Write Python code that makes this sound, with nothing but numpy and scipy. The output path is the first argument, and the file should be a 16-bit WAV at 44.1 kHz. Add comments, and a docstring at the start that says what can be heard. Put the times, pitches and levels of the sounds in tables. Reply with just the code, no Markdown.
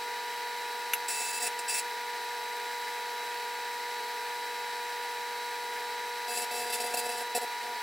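"""Close beside a running microwave oven with a broken light bulb inside.
The transformer hums as wavering sines, the fan whirrs as another set of tones, and its air rushes as shaped noise.
A snap rings the hot bulb: tiny fading bursts of noise through resonances. Then arcs burn in spells: combs
and random sparks sizzle in step with the hum, flare up roughly and weaken the hum, while a few harmonics sing
and uneven pushes make the plasma throb."""
import sys
import numpy as np
from scipy import signal
from scipy.fft import rfft, irfft, next_fast_len
from scipy.io import wavfile
from scipy.ndimage import uniform_filter1d, map_coordinates

SR = 44100
rng = np.random.default_rng(int(sys.argv[2]) if len(sys.argv) > 2 else 0)


def output_pcm(signal):
    """Save a mono or channel-first signal as 16-bit PCM at the path in sys.argv[1].

    Samples are clipped to [-1, 1] before scaling.
    """
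    pcm = np.clip(np.atleast_2d(signal).T, -1, 1) * 32767
    wavfile.write(sys.argv[1], SR, np.round(pcm).astype(np.int16))


N = 344862  # samples in the scene
HUM_HZ = 240.05  # note of the hum, and rate of the arc's strikes
TOP_HZ = 15850  # nothing is kept from here upwards


def amp(db):
    """Turn decibels into a gain."""
    return 10 ** (np.asarray(db) / 20)


def unit(x):
    """Scale a sound to an rms of 1."""
    return x / np.sqrt(np.mean(x ** 2) + 1e-20)


def along(points, hz):
    """Read (frequency [Hz], value) points on a log frequency axis."""
    f, value = np.transpose(points)
    return np.interp(np.log(hz + 1), np.log(f + 1), value)


def curve(rows):
    """Join (time [s], value) rows into one value per sample."""
    return np.interp(np.arange(N) / SR, *np.transpose(rows))


def wobble(rate):
    """Draw a smooth random curve through `rate` random points a second."""
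    knots = rng.standard_normal(int(N * rate / SR) + 4)
    steps = np.arange(len(knots) * 10) / 10
    smooth = map_coordinates(knots, [steps], mode="nearest")
    return np.interp(np.arange(N) * rate / SR, steps, smooth)


def filtered(x, response):
    """Multiply the spectrum of x by a response that depends on frequency."""
    n = x.shape[-1]
    m = next_fast_len(n + SR // 4)
    hz = np.fft.rfftfreq(m, 1 / SR)
    return irfft(rfft(x, m) * response(hz), m)[..., :n]


def coloured(x, spectrum):
    """Give x a (frequency [Hz], level [dB]) colour, at an rms of 1."""
    return unit(filtered(x, lambda hz: amp(along(spectrum, hz))))


def resonant(x, modes):
    """Ring x through (frequency [Hz], width [Hz], level [dB]) resonances, at an rms of 1."""
    def body(f):
        total = 0
        for k, (centre, width, db) in enumerate(modes):
            ring = 1j * f * width / (centre * centre - f * f + 1j * f * width)
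            total = total + (-1) ** k * amp(db) * ring  # neighbours have opposite signs
        return total
    return unit(filtered(x, body))


def stereo(pair, alike):
    """Mix two unrelated signals to left and right with a given likeness at each frequency."""
    def mid_side(hz):
        turn = np.arccos(np.clip(along(alike, hz), 0, 1)) / 2
        return np.array([np.cos(turn), np.sin(turn)])
    mid, side = filtered(pair, mid_side)
    return np.array([mid + side, mid - side])


def tones(lines, base_hz, drift, waver_db):
    """Add sines on whole multiples of a note that share a slow drift [cycles] and waver in level."""
    cycles = base_hz * np.arange(N) / SR + drift * wobble(3)
    total = 0
    for k, db in lines:
        level = amp(db + waver_db * wobble(14))
        k = round(k)
        lag = k * k / 5  # cycles; higher harmonics lag more, so the sum is smooth and not peaky
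        total = total + level * np.sqrt(2) * np.sin(2 * np.pi * (k * cycles - lag))
    return total


def held(spans, edge):
    """Hold each (start [s], end [s], gain) span, with edges of the given seconds."""
    gain = np.zeros(N)
    for start, end, value in spans:
        gain[round(start * SR):round(end * SR)] = value
    return np.abs(uniform_filter1d(gain, max(1, int(edge * SR))))


# spells of steady arcing: (start [s], end [s], sizzle level [dB], throb level [dB])
STEADY_ARCS = [(1.083, 1.317, -37, -59), (1.326, 1.388, -36.5, -61), (1.4, 1.478, -38, -49),
               (1.685, 1.801, -36, -69), (6.279, 6.448, -38.5, -44), (6.51, 6.633, -39, -42),
               (6.63, 7.23, -45, -44), (7.617, 7.768, -60, -48)]
# rough spits of the arc: (start [s], length [s], sizzle level [dB], throb level [dB])
FLARES = [(1.084, .04, -35.5, -52), (1.203, .022, -43, -47), (1.424, 0.056, -35, -47),
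          (1.589, 0.0097, -37, -49), (1.681, 0.053, -36, -55), (1.741, 0.059, -33.5, -62),
          (6.372, 0.02, -33.5, -43), (6.42, 0.018, -38.5, -41.5), (6.7, 0.011, -36, -37),
          (6.725, .037, -33, -42), (6.8, .025, -35.5, -39), (6.84, .015, -41, -40),
          (6.862, 0.012, -37, -50), (6.938, 0.012, -32.5, -38), (6.971, 0.031, -32, -42),
          (7.057, 0.018, -41, -40), (7.091, 0.013, -37, -41), (7.117, 0.011, -37.5, -46),
          (7.179, 0.015, -38, -45), (7.204, 0.022, -46, -40), (7.349, 0.034, -31, -34.5),
          (7.414, 0.034, -42, -38)]
SIZZLE_COLUMN, THROB_COLUMN = 2, 3


def burning(edge, column):
    """Gains of the steady spells and of the flares, for their sizzle or their throb."""
    steady = held([(row[0], row[1], amp(row[column])) for row in STEADY_ARCS], edge)
    flare = held([(row[0], row[0] + row[1], amp(row[column])) for row in FLARES], edge)
    return steady, flare


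CALM_ROUGH, FLARE_ROUGH = 0.22, 0.9  # share of random sparks in a steady arc and in a flare


def arcing(edge):
    """Strength of the arc, and its roughness, which rises with the flares' share of the power."""
    steady, flare = burning(edge, SIZZLE_COLUMN)
    strength = np.hypot(steady, flare)
    share = (flare / (strength + 1e-9)) ** 2
    rough = CALM_ROUGH + (FLARE_ROUGH - CALM_ROUGH) * share
    return strength, np.clip(rough, 0, 1)


# hum of transformer and casing: (multiple of the hum note, relative level [dB])
HUM_TONES = [(1, -32.5), (3, -17.5), (4, 1.5), (5, -15), (6, -11), (8, -17.5), (10, -19.5), (15, -33),
             (20, -35), (23, -34), (26, -33)]
# drone of the casing on twice the hum note, without load: (time [s], level [dB])
DRONE_LEVEL = [(0, -49), (5.4, -47.5), (5.9, -46), (6.4, -49), (7.25, -46.5), (7.55, -56.5), (7.82, -61)]
# fan motor: (multiple of the fan note, level [dB])
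FAN_TONES = [(1, -58.5), (2, -49), (4, -55.5), (6, -70), (9, -49.5)]
# weaker tones of the vibrating panels: (frequency [Hz], level [dB])
PANEL_TONES = [(134, -85.5), (146, -82.5), (222, -77.5), (698, -67.5), (1627, -63), (2008, -71),
               (5281, -68)]
FAN_HZ, WHINE_HZ = 435.6, 4401
FULL_LOAD_DB, LOAD_SMOOTH_S = -35.5, 0.045  # arc strength that loads the oven fully; smoothing of the load
HUM_DB, HUM_SAG_DB = -41, 2.5  # gain of the hum, and its drop under full load
DRONE_SAG_DB = 8.5  # drop of the drone under full load


def oven():
    """Transformer hum that sags under the arc, an unsteady fan with its whine, and the panels that they shake."""
    load = np.minimum(arcing(LOAD_SMOOTH_S)[0] / amp(FULL_LOAD_DB), 1)
    hum = amp(HUM_DB - HUM_SAG_DB * load) * tones(HUM_TONES, HUM_HZ, drift=0.0057, waver_db=0.3)
    drone_gain = amp(curve(DRONE_LEVEL) - DRONE_SAG_DB * load)
    drone = drone_gain * tones([(2, 0)], HUM_HZ, drift=0.0067, waver_db=0.5)
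    fan = tones(FAN_TONES, FAN_HZ, drift=0.061, waver_db=0.8)
    whine = tones([(1, -57)], WHINE_HZ, drift=0.23, waver_db=2.0)
    panels = sum(tones([(1, db)], hz, drift=0.28, waver_db=1.5) for hz, db in PANEL_TONES)
    return hum + drone + fan + whine + panels


# colour of the rushing air: (frequency [Hz], relative level [dB per Hz])
AIR_COLOUR = [(30, -32), (110, -33), (200, -25), (330, -13), (450, -6.5), (600, -11.5), (780, -3),
              (1120, -11), (1380, -7), (1560, -0.5), (2050, 0.5), (2900, -8.5), (5200, -8.5), (6300, -14.5),
              (7800, -14), (9000, -16.5), (15500, -18.5)]
# how alike the air is at left and right: (frequency [Hz], likeness [0 to 1])
AIR_ALIKE = [(100, .998), (145, 0.96), (200, 0.43), (300, 0.81), (600, 0.8), (950, 0.93), (2400, 0.97),
             (6000, .86), (15000, 0.4)]


def air():
    """The fan blows through the vents; echoes in the casing leave fine fixed ripples in the rush."""
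    flow = rng.standard_normal((2, N)) * amp(0.63 * wobble(300))
    knots = rng.standard_normal(SR)
    def ripple(hz):
        return amp(1.4 * map_coordinates(knots, [80 * np.log(1 + hz / 1500)]))
    flow = filtered(flow, ripple)
    level = amp(-40.5 + 0.17 * wobble(14))
    return coloured(stereo(flow, AIR_ALIKE), AIR_COLOUR) * level


# how alike the cavity sounds at left and right: (frequency [Hz], likeness [0 to 1])
CAVITY_ALIKE = [(500, 0.89), (3000, 1), (8000, 0.85), (13000, 0.72)]


def cavity(x, t60, direct):
    """The steel box: a direct sound, then dense echoes that differ between left and right."""
    t = np.arange(SR // 5) / SR
    echoes = rng.standard_normal((2, len(t))) * amp(-60 * t / t60)  # 60 dB down after t60 seconds
    echoes /= np.linalg.norm(echoes, axis=1, keepdims=True)
    echoes[0, 0] += direct
    echoes /= np.linalg.norm(echoes, axis=1, keepdims=True)
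    boxed = signal.fftconvolve(x[None], echoes, axes=1)[:, :N]
    return stereo(boxed, CAVITY_ALIKE)


# the snap and its after-cracks: (time [s], relative ping level [dB], relative knock level [dB])
CRACKS = [(0.9344, -20.5, -42), (0.9355, -23.5, -17), (0.937, -25, -42), (0.939, -22, -34),
          (0.944, -32, -43)]
# ringing of the bulb: (frequency [Hz], width [Hz], relative level [dB])
PING_MODES = [(11300, 410, 5), (10300, 300, -5), (8300, 600, -12), (5990, 98, 2), (13300, 460, -19)]
# knocking of the box: (frequency [Hz], width [Hz], relative level [dB])
KNOCK_MODES = [(1510, 34, 10.5), (2100, 300, -6), (2660, 280, 7), (4500, 1300, -20)]


def snap():
    """A quick run of tiny cracks rings the bulb and knocks the box: fading bursts of resonant noise."""
    t = np.arange(N) / SR
    total = np.zeros(N)
    for column, modes in enumerate([PING_MODES, KNOCK_MODES], 1):
        fades = np.zeros(N)
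        for row in CRACKS:
            age = t - row[0]
            fades += amp(row[column] - 60 * np.abs(age) / 0.012) * (age >= 0)  # 60 dB down in 12 ms
        total += fades * resonant(rng.standard_normal(N), modes)
    # so small a source radiates little bass
    high_pass = signal.butter(2, 1400, "high", fs=SR, output="sos")
    total = signal.sosfilt(high_pass, total)
    return amp(0.5) * cavity(total, t60=0.067, direct=1.8)


def ignition(surge_db, fade):
    """A gain that leaps as each flare catches, and then settles."""
    t = np.arange(SR // 10) / SR
    leap = np.zeros(N + SR)
    for start, *_ in FLARES:
        leap[round(start * SR):][:len(t)] = np.exp(-t / fade)
    return amp(surge_db * leap[:N])


# colour of the first thin arcs: (frequency [Hz], relative level [dB per Hz])
THIN_COLOUR = [(500, -37), (1800, -12), (2600, -5), (3100, -26), (4400, -8), (5250, -5), (6100, -13.5),
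               (7000, -1), (8300, 2.5), (8750, -5), (9500, -1.5), (11000, -8.5), (13000, -19),
               (15500, -5.5)]
# colour of the later plasma ball: (frequency [Hz], relative level [dB per Hz])
BALL_COLOUR = [(500, -29), (1800, -19), (3000, -9), (4400, -3), (5400, -11), (6100, -10), (7700, 3),
               (8800, -5), (9700, 0), (11000, -5), (11900, 1.5), (12700, -8), (15500, -6)]
# sharp resonances that the strikes excite: (frequency [Hz], width [Hz], relative level [dB])
RING_MODES = [(2655, 75, 2), (3600, 61, -2), (4780, 62, 4), (5280, 170, -2), (5520, 80, 4), (6930, 100, 0),
              (7610, 80, 3), (8240, 210, 3), (9500, 210, 2.5), (10120, 220, 1.5), (12050, 300, -8)]
PLASMA_S = 4  # from this time on, arcs have the sound of the plasma ball


def sizzle():
    """The arc re-strikes every hum cycle: alike each time when calm, scattered when rough."""
    t = np.arange(N) / SR
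    strength, rough = arcing(edge=0.0022)
    # each strike comes a little early or late, which blurs the highest harmonics
    phase = (HUM_HZ * t + 0.0081 * wobble(120)) % 1
    burn = np.exp(-phase / 0.57)
    # calm strikes repeat one wave, a comb of hum harmonics
    grid = np.arange(SR // 16)
    harmonics = np.exp(2j * np.pi * rng.random(int(TOP_HZ / HUM_HZ)))
    one_strike = irfft(harmonics, len(grid))
    comb = unit(np.interp(phase, grid / len(grid), one_strike))
    # rough strikes are a spray of random sparks
    spark_gain = amp(4.0 * wobble(2500) + 2.3 * wobble(240))
    sparks = unit(rng.standard_normal(N) * spark_gain)
    strikes = burn * (np.sqrt(1 - rough) * comb + np.sqrt(rough) * sparks)
    # the resonances answer 5 ms after the strike
    rings = resonant(np.roll(strikes, SR // 200), RING_MODES)
    thin = amp(1.0) * coloured(strikes, THIN_COLOUR) + amp(-4.0) * rings
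    ball = amp(-2.5) * coloured(strikes, BALL_COLOUR) + amp(-2.0) * rings
    ball = ball * amp(0.96 * wobble(90))
    arc = np.where(t < PLASMA_S, thin, ball)
    arc = arc * strength * ignition(surge_db=2.5, fade=0.0052)
    return amp(-0.87) * cavity(arc, t60=0.076, direct=1.08)


# hum harmonics that fall on sharp resonances: (multiple of the hum note, relative level [dB])
SINGING_TONES = [(15, -8.5), (20, -4), (23, -3.5)]


def singing():
    """While the arc burns, a few harmonics build up and sing; they follow its strength only loosely."""
    level = arcing(edge=0.011)[0] ** 0.46
    return amp(-32) * level * tones(SINGING_TONES, HUM_HZ, drift=0.0015, waver_db=2.5)


# low resonances of the cavity: (frequency [Hz], width [Hz], relative level [dB])
THROB_MODES = [(518, 176, 2.5), (762, 68, 6)]
# colour of the flutter: (frequency [Hz], relative level [dB per Hz])
FLUTTER_COLOUR = [(30, -26), (100, -29), (140, -8.5), (190, -34), (300, -20), (450, 7.5), (580, -11),
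                  (760, 0.5), (1000, -5), (2000, -43)]


def throb():
    """The plasma swells with each strike: uneven pushes of air that boom in the cavity, with some flutter."""
    level = np.hypot(*burning(0.0045, THROB_COLUMN))
    beats = np.arange(int(N / SR * HUM_HZ) - 1) + 1 / 2
    places = np.round(beats / HUM_HZ * SR).astype(int)
    pushes = np.zeros(N)
    pushes[places] = amp(2.6 * rng.standard_normal(len(beats)))
    boom = resonant(pushes * amp(1.8 * wobble(23)), THROB_MODES)
    flutter = coloured(rng.standard_normal(N), FLUTTER_COLOUR)
    return level * (amp(0.5) * boom + amp(-9.5) * flutter)


def scene():
    """The running oven with the arcing bulb inside."""
    return oven() + air() + snap() + sizzle() + singing() + throb()


def record(dry):
    """Keep only what lies below the band limit."""
    return filtered(dry, lambda hz: hz < TOP_HZ)


dry = scene()
out = record(dry)
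output_pcm(out)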